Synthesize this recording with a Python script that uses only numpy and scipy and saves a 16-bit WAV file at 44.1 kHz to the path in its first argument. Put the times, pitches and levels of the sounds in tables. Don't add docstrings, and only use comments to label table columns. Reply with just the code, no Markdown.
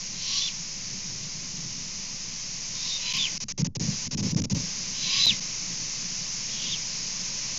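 import sys
import numpy as np
from scipy import signal
from scipy.fft import rfft, irfft, next_fast_len
from scipy.io import wavfile
from scipy.ndimage import uniform_filter1d

SR = 44100
rng = np.random.default_rng(int(sys.argv[2]) if len(sys.argv) > 2 else 0)


def inscribe(sig):
    pcm = np.round(np.clip(np.atleast_2d(sig).T, -1, 1) * 32767)
    wavfile.write(sys.argv[1], SR, pcm.astype(np.int16))


N = 334278
T = np.arange(N) / SR


def from_db(db):
    return 10 ** (np.asarray(db) / 20)


def rms_one(x):
    return x / np.sqrt(np.mean(x ** 2) + 1e-20)


def level_curve(rows):
    s, db = np.transpose(rows)
    return from_db(np.interp(T, s, db))


def colour(x, spectrum):
    size = next_fast_len(N + 4096)
    hz, db = np.transpose(spectrum)
    bins = np.maximum(np.arange(size // 2 + 1) * SR / size, 1)
    gain = from_db(np.interp(np.log(bins), np.log(hz), db))
    return irfft(rfft(x, size) * gain, size)[:N]


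def high_pass(x, order, edge_hz):
    return signal.sosfilt(signal.butter(order, edge_hz, "high", fs=SR, output="sos"), x)


def drift(rate_hz, size=N):
    slow = signal.butter(2, rate_hz, fs=SR, output="sos")
    return rms_one(signal.sosfilt(slow, rng.standard_normal(size)))


def step(x):
    return .5 + .5 * np.tanh(x / 2)


def hiss():
    # (time [s], level [dB])
    levels = [(0, -34), (1.5, -34.7), (2.5, -34), (3.35, -31.5), (6.0, -31.5), (7.58, -30.6)]
    # (frequency [Hz], relative level [dB])
    spectrum = [(300, -26.5), (520, -12), (720, -17.5), (1020, -12), (1350, -17), (1700, -14), (2150, -7.5),
                (2700, -7), (3400, -10.5), (4200, -5.5), (5000, 1.5), (5900, 3.5), (6600, 2.5),
                (7100, -6.5)]
    return level_curve(levels) * rms_one(colour(rng.standard_normal(N), spectrum))


def ripple(level_db=-42):
    return from_db(level_db) * np.sin(2 * np.pi * 12.1 * T)


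def gusts(release_db_per_s=159.5):
    # (start [s], end [s], level [dB, before the rush trim], attack [s])
    events = [(3.12, 3.19, -41.5, 0.025), (3.41, 3.545, -44, .01), (3.577, 3.683, -25.5, 0.0055),
              (3.751, 3.88, -29.5, 0.0051), (4.022, 4.088, -38.5, .05), (4.111, 4.262, -26, 0.036),
              (4.312, 4.46, -25, 0.026), (4.506, 4.56, -27, .01), (5.25, 5.32, -38, 0.017),
              (6.62, 6.677, -45, .02)]
    return sum(np.clip((T - start) / attack, 0, 1) * from_db(db - release_db_per_s * np.maximum(T - end, 0))
               for start, end, db, attack in events)


def air(lumpy_db=1.5, rush_db=-2.5):
    # (time [s], level [dB, before the lumps and filters])
    breeze_levels = [(0, -50), (.8, -48.5), (1.6, -44.5), (2.4, -50.5), (4.8, -47), (7.58, -48)]
    # (frequency [Hz], relative level [dB])
    breeze_spectrum = [(50, -28), (75, -9.5), (120, -0.1), (180, 3), (250, -6.5), (330, -12.5),
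                       (550, -24.5), (900, -31), (1800, -53.5)]
    # (frequency [Hz], relative level [dB])
    rush_spectrum = [(50, -30), (75, -5.5), (120, 2.5), (190, 3), (260, -4), (350, -17), (550, -19.3),
                     (720, -31.5), (900, -26), (1300, -43), (2000, -46)]
    breeze = level_curve(breeze_levels) * rms_one(colour(rng.standard_normal(N), breeze_spectrum))
    rush = from_db(rush_db) * gusts() * rms_one(colour(rng.standard_normal(N), rush_spectrum))
    lumps = rms_one(from_db(lumpy_db * drift(11)))
    return (breeze + rush) * lumps


def low_cut(x, edge_hz=68):
    return high_pass(x, 10, edge_hz)


def resonate(x, hz, width_hz):
    r = np.exp(-np.pi * width_hz / SR)
    zeros = np.array([1, 0, -1]) * (1 - r * r) / 2
    poles = [1, -2 * r * np.cos(2 * np.pi * hz / SR), r * r]
    return signal.lfilter(zeros, poles, x)


def rasp(modes, size, low_edge_hz, grain_db, grain_rate_hz=110):
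    breath = np.zeros(size)
    for hz, width_hz, db in modes:
        flutter = from_db(db + grain_db * drift(grain_rate_hz, size))
        breath += flutter * resonate(rng.standard_normal(size), hz, width_hz)
    return rms_one(high_pass(breath, 6, low_edge_hz))


def whistle(pitch_hz, jitter=.017, jitter_rate_hz=380, rough=0.34, rough_rate_hz=190, overtone_db=-21):
    size = len(pitch_hz)
    shaken_hz = pitch_hz * (1 + jitter * drift(jitter_rate_hz, size))
    phase = 2 * np.pi * np.cumsum(shaken_hz) / SR
    swing = (1 + rough * drift(rough_rate_hz, size)) * np.sin(phase)
    swing += rough * drift(rough_rate_hz, size) * np.cos(phase)
    return rms_one(swing + from_db(overtone_db) * np.sin(2 * phase))


def throat(hz, waver=0.032, waver_rate_hz=110, grain_db=2.5):
    wobble = 1 + waver * drift(waver_rate_hz, len(hz))
    flutter = from_db(grain_db * drift(80, len(hz)))
    return rms_one(flutter * np.sin(2 * np.pi * np.cumsum(hz * wobble) / SR))


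def screech(call, beak, tone_waver=.008, tone_flicker_db=2.0):
    swell_db, swell_shape, release_db_per_s = 19, 1.74, 380
    low_duck_db, high_sag_db_per_s = 4.5, 74.5
    slur_loss_db = 11.5
    throat_rise, throat_fade_db = .15, 11

    (start, lock, lock_s, end, slur_s, drop, thin_hz, whistle_hz,
     thin_db, whistle_db, low_db, high_db, throat_hz, throat_db) = call
    t = start + T[:SR // 2]
    size = len(t)
    closed = np.clip((lock - t) / (lock - start), 0, 1)
    locked = step((t - lock) / lock_s)
    slur = step((t - end) / slur_s)
    effort = from_db(-swell_db * closed ** swell_shape - release_db_per_s * np.maximum(t - end, 0))

    thin_level = np.sin(np.pi * closed) ** 2 * from_db(thin_db + tone_flicker_db * drift(35, size))
    thin = thin_level * whistle(thin_hz * (1 + tone_waver * drift(20, size)))

    pitch_hz = (thin_hz + (whistle_hz - thin_hz) * locked) * (1 - drop * slur)
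    tone = locked * from_db(whistle_db - slur_loss_db * slur ** 2) * whistle(pitch_hz)

    low_level = from_db(low_db - low_duck_db * locked)
    low = low_level * rasp(beak[:2], size, low_edge_hz=1800, grain_db=2.0)
    high_level = from_db(high_db - high_sag_db_per_s * np.maximum(t - lock, 0))
    high = high_level * rasp(beak[2:], size, low_edge_hz=2860, grain_db=0.5)

    under_level = np.sqrt(1 - closed) * from_db(throat_db - throat_fade_db * locked)
    under = under_level * throat(throat_hz * (1 - throat_rise * closed ** 1.4))
    return thin + effort * (tone + low + high + under)


def screeches():
    # (start [s], whistle lock [s], lock time scale [s], middle of the slur [s], slur time scale [s],
    #         pitch lost in the slur [share], thin tone [Hz], whistle [Hz], thin tone [dB], whistle [dB],
    #         low rasp [dB], high rasp [dB], throat [Hz], throat [dB]); levels before swell, fades and filters
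    calls = [(.14, .392, 0.016, .486, .0045, .33, 3270, 3526, -55, -33, -36.5, -28.5, 1120, -50),
             (2.711, 2.905, 0.019, 2.967, .008, 0.015, 3686, 3705, -45.5, -32, -45.5, -32.5, 1040, -56),
             (2.961, 3.186, 0.0018, 3.263, .012, 0.46, 4020, 3565, -38, -27.5, -32, -34.5, 1060, -46.5),
             (4.939, 5.212, 0.011, 5.308, .009, .49, 3986, 4006, -35.5, -21, -30, -26.6, 1112, -45.5),
             (6.448, 6.716, 0.0053, 6.744, .010, .36, 3900, 3850, -53, -30, -37, -40.5, 1050, -63)]
    # (frequency [Hz], width [Hz], relative level [dB])
    beaks = [
        [(2410, 450, -7), (3010, 490, 3), (4120, 300, -1), (4630, 600, -5.5), (5600, 390, -1)],
        [(2280, 490, -14), (2830, 210, -9.5), (4000, 420, -4), (4800, 510, -5), (5530, 460, -0.5)],
        [(2530, 230, 0), (3050, 380, 1), (4130, 350, 1.5), (4900, 450, 7), (6240, 770, -4.5)],
        [(2640, 660, -1), (3170, 450, 2), (3940, 400, -3.5), (4980, 230, 1.5), (6020, 210, -2)],
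        [(2870, 180, -3), (3300, 350, -1), (3640, 350, -1), (4950, 550, -3), (5650, 560, -3.5)],
    ]
    out = np.zeros(N)
    for call, beak in zip(calls, beaks):
        start = int(call[0] * SR)
        sound = screech(call, beak)
        out[start:start + len(sound)] += sound
    return out


def trees(x, wet_db=-17, t60=0.32):
    age = T[:SR // 2]
    tail = rng.standard_normal(len(age)) * from_db(-60 * age / t60) * (age > .008)
    return x + from_db(wet_db) * signal.fftconvolve(x, tail / np.linalg.norm(tail))[:N]


def gaps(edge_s=0.002, sink_db_per_s=90, ease_s=0.001):
    # (start [s], end [s], gain halfway through, before smoothing [dB])
    cuts = [(3.128, 3.136, -16), (3.38, 3.402, -24.5), (3.442, 3.483, -31), (3.524, 3.577, -40),
            (3.623, 3.645, -28.5), (3.673, 3.751, -48), (3.77, 3.796, -39), (4.079, 4.11, -24),
            (4.151, 4.172, -30), (4.211, 4.226, -14.5), (4.325, 4.346, -16), (4.35, 4.363, -34),
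            (4.404, 4.4185, -23), (4.4237, 4.438, -31), (4.457, 4.498, -32), (4.531, 4.546, -20.5),
            (5.2606, 5.266, -18), (5.399, 5.406, -13.5)]
    db = np.zeros(N)
    for start, end, depth in cuts:
        now = slice(int(start * SR), int(end * SR))
        db[now] = depth - sink_db_per_s * (T[now] - (start + end) / 2)
    gain = from_db(uniform_filter1d(db, int(edge_s * SR)))
    return np.abs(uniform_filter1d(gain, int(ease_s * SR)))


def chop(rumble, gain, split_hz=330, lag_s=.013, bass_share=0.32):
    bass = signal.sosfiltfilt(signal.butter(4, split_hz, fs=SR, output="sos"), rumble)
    late_gain = np.interp(T - lag_s, T, gain ** bass_share)
    return bass * late_gain + (rumble - bass) * gain ** .5


def crackles(owls, gain, length_s=0.0025, trim_db=-9, floor_db=-79, spill_db=-48):
    # (time [s], level [dB, before the trim])
    events = [(3.1323, -41), (3.1677, -34), (4.1806, -48), (4.3126, -43), (4.4218, -49), (4.5436, -48),
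              (5.257, -28), (5.2645, -38)]
    level = sum(from_db(db + trim_db) * np.exp(-((T - s) / length_s - 1) ** 2) for s, db in events)
    trace = gain * (from_db(floor_db) + from_db(spill_db) * np.abs(owls))
    return (level + trace) * high_pass(rng.standard_normal(N), 2, 3000)


def thumps(swing_hz=157, length_s=0.0061):
    # (time [s], peak level [dB, before the treble curve])
    events = [(3.606, -26), (3.634, -15), (3.892, -18), (4.205, -21), (4.364, -18), (4.567, -19)]
    return sum(from_db(db) * np.exp(-((T - s) / length_s) ** 2) * np.cos(2 * np.pi * swing_hz * (T - s))
               for s, db in events)


def knock(at_s=5.264):
    # (frequency [Hz], level [dB, before the treble curve], 60 dB decay time [s])
    modes = [(200, -36, 0.09), (496, -42, 0.055), (680, -37, 0.037), (900, -36, .035)]
    age = np.maximum(T - at_s, 0)
    return sum(from_db(db - 60 * np.minimum(age / t60, 4)) * np.sin(2 * np.pi * hz * age)
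               for hz, db, t60 in modes)


def scene():
    # (frequency [Hz], gain [dB])
    treble = [(6800, 1), (7200, 1), (7600, -14.5), (8000, -40), (8500, -72.5), (15000, -53.5)]
    gain = gaps()
    rumble = low_cut(chop(air(), gain)) + thumps()
    owls = trees(screeches())
    heard = colour((owls + hiss()) * gain + rumble + knock(), treble)
    mono = heard + crackles(owls, gain) + ripple()
    return np.stack([mono, mono])


def record(dry):
    return signal.sosfilt(signal.ellip(10, .1, 80, 15500, fs=SR, output="sos"), dry)


dry = scene()
out = record(dry)
inscribe(out)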